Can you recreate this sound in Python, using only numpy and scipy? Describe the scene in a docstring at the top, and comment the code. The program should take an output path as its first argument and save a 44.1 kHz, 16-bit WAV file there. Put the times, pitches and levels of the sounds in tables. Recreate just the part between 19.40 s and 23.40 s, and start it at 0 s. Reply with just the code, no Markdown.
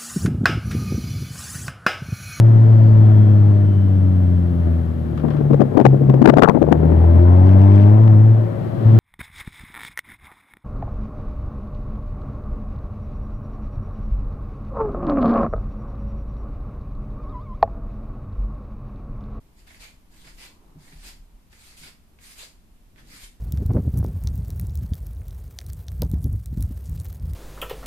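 """A low, steady room rumble and the soft brush of trousers: someone walks slowly over foam mats.
At each stride the cloth rubs, a fold or two flicks over, and the legs swish past each other.
Padded footfalls thud in the floor, soles shuffle, and a dull rush of air swells once far away.
The small room adds a short echo to the cloth."""
import sys
import numpy as np
from scipy import signal
from scipy.fft import rfft, irfft
from scipy.io import wavfile
from scipy.ndimage import uniform_filter1d

SR = 44100
rng = np.random.default_rng(int(sys.argv[2]) if len(sys.argv) > 2 else 0)


def int16_out(signal):
    """Quantize to a 16-bit WAV file."""
    q = np.round(np.clip(np.atleast_2d(signal).T, -1, 1) * 32767)
    wavfile.write(sys.argv[1], SR, q.astype(np.int16))


N = 176400

# How alike the left and right sides are: (frequency [Hz], likeness [0-1])
STEREO_LIKENESS = [(30, 0.85), (150, 0.85), (300, 0.89), (500, 0.37), (750, 0.41), (1000, 0.0073),
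                   (14000, 0.013)]
# How far the cloth leans to one side: (frequency [Hz], left minus right [dB])
CLOTH_BALANCE = [(200, 0.1), (1100, 0.6), (1850, -3), (2800, -1), (3400, 7), (4100, 4.5), (4900, 4.8),
                 (5500, -4), (7500, -2.5), (9200, -6.5), (10500, -2), (13000, -4)]

# The tone of each sound, from bass to treble: (frequency [Hz], relative level [dB])
RUMBLE_TONE = [(15, -0.5), (27, -4), (35, 2.5), (46, -4.5), (70, -6.5), (100, -13.5), (125, -15.5),
               (146, -14.5), (175, -14), (240, -15), (330, -22.5), (500, -28), (700, -29), (950, -29.5),
               (1700, -35), (2200, -34), (3500, -37), (6000, -40), (10000, -39.5), (14000, -39)]
AIR_TONE = [(120, -14), (300, 8), (550, -5), (1000, 1.5), (1500, -13), (3000, -29), (14000, -33)]
SHUFFLE_TONE = [(50, -16), (100, -0.5), (160, 1.5), (300, -3), (400, -11), (600, -16), (1500, -31),
                (14000, -55)]
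BRUSH_TONE = [(100, -24), (300, -11), (700, -8.5), (1150, -6.5), (1550, -3.5), (2100, 0.5), (2800, -4.5),
              (3600, -5), (4800, -2.5), (5600, -8.5), (7200, -6.5), (9200, -8.5), (11000, -12.5),
              (14000, -14.5)]
SWISH_TONE = [(100, -23), (300, -8), (500, -6), (780, -8), (1000, -5), (1200, -9), (1450, -4.5), (1750, -4),
              (2300, -0.5), (3000, -3.5), (3600, -4.5), (4900, -2.5), (5600, -9.5), (7000, -6.5),
              (9000, -9.5), (11000, -13.5), (14000, -17.5)]
FLICK_TONE = [(200, -14), (600, -13), (1150, -15.5), (1650, -8), (1900, -7.5), (2300, -6), (3000, -15.5),
              (4600, -19.5), (6000, -28), (14000, -47)]

# The distant air swells and fades: (time [s], level [dB])
AIR_SWELL = [(0, -69.5), (.7, -70), (1.0, -64.5), (1.3, -61), (1.6, -66), (2.0, -77), (2.7, -74),
             (4.0, -87)]
# A sole shuffles over the foam: (start [s], hold [s], level [dB])
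SOLE_SHUFFLES = [(1.238, 0.16, -62.5), (2.363, 0.083, -60), (3.523, 0.2, -57)]
# A foot lands: (time [s], relative board knock [dB], relative floor heave [dB])
STEPS = [(.4, -58, -54.5), (.852, -50, -52), (.94, -74, -52.5), (1.352, -42, -59), (1.421, -57, -54),
         (1.522, -48.5, -64), (1.551, -59, -44.5), (1.66, -57, -50.5), (1.791, -66, -46),
         (1.928, -64.5, -47), (2.41, -54, -62), (2.968, -66, -52), (3.826, -61, -46.5)]
# The notes of the floorboards: (frequency [Hz], relative level [dB], time to fade by 60 dB [s])
BOARD_NOTES = [(94, -6.5, 0.11), (151, 1.5, 0.26), (180, -4.5, 0.16), (274.3, -6.5, 0.11),
               (351, -14, 0.059)]
# Cloth rubs lightly: (start [s], rise [s], hold [s], level [dB], brightness [dB per octave])
CLOTH_BRUSHES = [(0.141, 0.053, .002, -61, 1), (0.26, 0.013, 0.093, -57, 0.6),
                 (0.676, 0.09, 0.05, -59, 0.9), (0.82, 0.06, .012, -54.5, 0),
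                 (0.917, 0.064, 0.037, -65.5, 7), (1.36, 0.076, 0.22, -58, 1.3),
                 (2.078, 0.069, 0.015, -59.5, -0.2), (2.153, 0.084, 0.091, -54, 1.3),
                 (2.773, 0.089, 0.06, -50.5, 2), (3.552, .035, .005, -59, -1.5),
                 (3.627, 0.13, 0.032, -49.5, 0.8)]
# The legs pass: (start [s], rise [s], hold [s], fall [s], level [dB], brightness [dB per octave])
LEG_SWISHES = [(0.384, 0.034, 0.021, 0.04, -47, 0.24), (0.959, 0.052, 0.05, 0.027, -48, 0.36),
               (1.599, 0.07, 0.019, 0.029, -45.5, 1), (2.356, 0.028, 0.023, .02, -50.5, 3.5),
               (2.398, 0.053, 0.028, 0.017, -46, 0.5), (2.941, 0.057, 0.033, .028, -44, 1.4),
               (3.786, 0.046, 0.011, 0.02, -45, 2.2)]
# Stiff cloth rings as it is rubbed: (start [s], pitch [Hz], hold [s], level [dB])
CLOTH_RINGS = [(0.41, 2300, 0.039, -54), (1.003, 2400, 0.033, -66), (1.463, 1980, .002, -59),
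               (3.569, 1700, .002, -59.5), (3.708, 2010, 0.035, -56)]
# A trouser leg flaps with a hollow sound: (time [s], level [dB])
LEG_FLAPS = [(.402, -59), (1.645, -57.5), (2.467, -60), (3.026, -54)]
# A fold snaps over: (time [s], rise [s], level [dB], fall [s])
FOLD_FLICKS = [(.271, .002, -51.5, 0.016), (0.3, .008, -53, 0.01), (.345, .0015, -51.5, 0.0056),
               (.845, 0.0017, -49, 0.0078), (.868, 0.0076, -49, 0.0093), (1.471, .008, -57, .009),
               (1.519, 0.0074, -52.5, 0.0093), (2.127, .0015, -50, 0.0083), (2.787, 0.0008, -51.5, .006),
               (3.559, .001, -53.5, 0.0046), (3.58, .0015, -52.5, 0.0098)]

RUMBLE_DB = -53
ROOM_FADE_S, ROOM_DB, ROOM_GAP_S = 0.29, -2.5, 0.005  # fade times are for a drop of 60 dB
HEAVE_HZ, HEAVE_FADE_S, SOLE_RISE_S = 33.8, 0.64, 0.011
SLIPS_PER_S, SLIP_SCATTER_DB = 9000, 2.5
FLUTTER_DB, FLUTTERS_PER_S = 1.0, 100
FOLD_DB, FOLD_SHIFTS_PER_S, FOLD_BANDS = 2.0, 45, 22
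PIVOT_HZ, TOP_HZ = 4370, 14200
FREQUENCIES_HZ = np.fft.rfftfreq(N, 1 / SR)


def gain(db):
    """Turn decibels into a number to multiply by."""
    return 10 ** (np.asarray(db) / 20)


def normalise(x):
    """Scale a signal to an average (rms) size of 1."""
    return x / np.sqrt(np.mean(x ** 2))


def curve(points):
    """Join the points of a (frequency, value) table, giving a value at every frequency."""
    hz, value = np.array(points, float).T
    return np.interp(np.log(np.maximum(FREQUENCIES_HZ, 1)), np.log(hz), value)


def wander(per_s):
    """Glide to a new random value per_s times a second."""
    span = max(int(SR / per_s), 2)
    steps = np.repeat(rng.standard_normal(N // span + 1), span)
    return normalise(uniform_filter1d(steps, span)[:N])


def swell(age, rise, hold, fall):
    """A loudness shape that rises, holds and dies away; all times in seconds."""
    attack = np.sin(np.pi / 2 * np.clip(age / rise, 0, 1)) ** 2
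    return attack * np.exp(-np.maximum(age - rise - hold, 0) / fall)


def stereo(three_signals, tone):
    """Mix one shared and two separate signals into left and right, alike in the bass."""
    likeness = curve(STEREO_LIKENESS)
    spectra = rfft(three_signals) * gain(curve(tone))
    return normalise(irfft(np.sqrt(likeness) * spectra[0] + np.sqrt(1 - likeness) * spectra[1:], N))


def noise(tone):
    """Smooth stereo noise with the given tone."""
    return stereo(rng.standard_normal((3, N)), tone)


def background(t):
    """Steady rumble and hiss, and a dull rush of air that swells once."""
    rumble = noise(RUMBLE_TONE) * gain(RUMBLE_DB)
    air_db = np.interp(t, *np.array(AIR_SWELL).T)
    return rumble + noise(AIR_TONE) * gain(air_db)


def room(sound):
    """Add the short, blurred echo of a small room, which changes as the walker moves on."""
    age = np.arange(SR // 2) / SR
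    fade = gain(-60 * age / ROOM_FADE_S) * (age > ROOM_GAP_S)
    echo = 0
    for spot in np.arange(0, N + SR, SR):  # blend into a new echo each second
        tail = rng.standard_normal((2, len(age))) * fade
        tail /= np.sqrt(np.sum(tail ** 2, axis=1, keepdims=True))
        nearness = np.sqrt(np.maximum(1 - abs(np.arange(N) - spot) / SR, 0))
        echo += signal.fftconvolve(sound * nearness, tail, axes=1)[:, :N]
    return sound + gain(ROOM_DB) * echo


def shuffles(t):
    """Soles twist on the soft mats with a dull scuff."""
    loudness = sum(gain(db) * swell(t - at, rise=0.029, hold=hold, fall=0.031)
                   for at, hold, db in SOLE_SHUFFLES)
    return noise(SHUFFLE_TONE) * loudness


def floor_note(age, hz, fade_s, phase):
    """One fading note of the floor, eased in by the soft sole."""
    return swell(age, SOLE_RISE_S, 0, fade_s / np.log(1000)) * np.sin(2 * np.pi * (hz * age + phase))


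def footfalls(t):
    """A padded foot sets the boards ringing and the whole floor heaving."""
    thuds = np.zeros(N)
    for at, knock_db, heave_db in STEPS:
        for hz, db, fade_s in BOARD_NOTES:
            thuds += gain(knock_db + db) * floor_note(t - at, hz, fade_s, phase=rng.random())
        thuds -= 2 * gain(heave_db) * floor_note(t - at, HEAVE_HZ, HEAVE_FADE_S, phase=0)
    return thuds


def rubbing(tone):
    """Thousands of tiny slips of cloth on cloth, fluttering as the fabric catches."""
    slips = rng.random((3, N)) < SLIPS_PER_S / SR
    sizes = gain(SLIP_SCATTER_DB * np.minimum(rng.exponential(size=(3, N)), 5))
    signs = rng.choice([-1, 1], (3, N))
    return stereo(slips * sizes * signs, tone) * gain(FLUTTER_DB * wander(FLUTTERS_PER_S))


def shifting_folds(sound):
    """Each narrow band of frequencies wavers on its own as the folds change shape."""
    spectrum = rfft(sound)
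    band_number = curve([(400, 0), (14000, FOLD_BANDS - 1)])
    mix = 0
    for k in range(FOLD_BANDS):
        band = irfft(spectrum * np.maximum(1 - abs(band_number - k), 0), N)
        waver = np.roll(wander(FOLD_SHIFTS_PER_S), rng.integers(N))
        mix += band * gain(FOLD_DB * waver)
    return normalise(mix)


def brighten(sound, db_per_octave):
    """Turn the treble up and the lows down around PIVOT_HZ; a negative amount dulls the sound."""
    octaves = np.log2(np.maximum(FREQUENCIES_HZ, 500) / PIVOT_HZ)
    return irfft(rfft(sound) * gain(db_per_octave * octaves), N)


def hollow_rubbing(hz, width_hz):
    """Rubbing cloth narrowed to the band where it rings."""
    band = signal.butter(2, [hz - width_hz / 2, hz + width_hz / 2], "band", fs=SR, output="sos")
    return normalise(signal.sosfilt(band, rubbing(SWISH_TONE)))


def rings(t):
    """Stiff cloth rings briefly as it is rubbed."""
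    return sum(gain(db) * hollow_rubbing(hz, width_hz=430)
               * swell(t - at, rise=0.018, hold=hold, fall=0.019) for at, hz, hold, db in CLOTH_RINGS)


def flaps(t):
    """A trouser leg flaps with a short, hollow puff."""
    loudness = sum(gain(db) * swell(t - at, rise=0.0064, hold=0, fall=0.0099) for at, db in LEG_FLAPS)
    return hollow_rubbing(hz=526, width_hz=390) * loudness


def flicks(t):
    """Folds of cloth snap over with small ticks."""
    loudness = sum(gain(db) * swell(t - at, rise, 0, fall) for at, rise, db, fall in FOLD_FLICKS)
    return rubbing(FLICK_TONE) * loudness


def brushes(t):
    """The cloth rubs lightly early in a stride."""
    cloth = shifting_folds(rubbing(BRUSH_TONE))
    return sum(gain(db) * brighten(cloth, tilt) * swell(t - at, rise, hold, fall=0.039)
               for at, rise, hold, db, tilt in CLOTH_BRUSHES)


def swishes(t):
    """The cloth rubs firmly as the legs pass each other."""
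    cloth = shifting_folds(rubbing(SWISH_TONE))
    return sum(gain(db) * brighten(cloth, tilt) * swell(t - at, rise, hold, fall)
               for at, rise, hold, fall, db, tilt in LEG_SWISHES)


def trousers(t):
    """All the cloth sounds, with some frequencies leaning left and others right."""
    cloth = brushes(t) + swishes(t) + rings(t) + flaps(t) + flicks(t)
    side_db = np.outer([0.5, -0.5], curve(CLOTH_BALANCE))
    return irfft(rfft(cloth) * gain(side_db), N)


def scene():
    """Trousers with their room echo, plus the feet and the background."""
    t = np.arange(N) / SR
    return room(trousers(t)) + footfalls(t) + shuffles(t) + background(t)


def record(dry):
    """Cut away the treble above TOP_HZ."""
    return signal.sosfilt(signal.ellip(10, 0.2, 60, TOP_HZ, fs=SR, output="sos"), dry)


dry = scene()
out = record(dry)
int16_out(out)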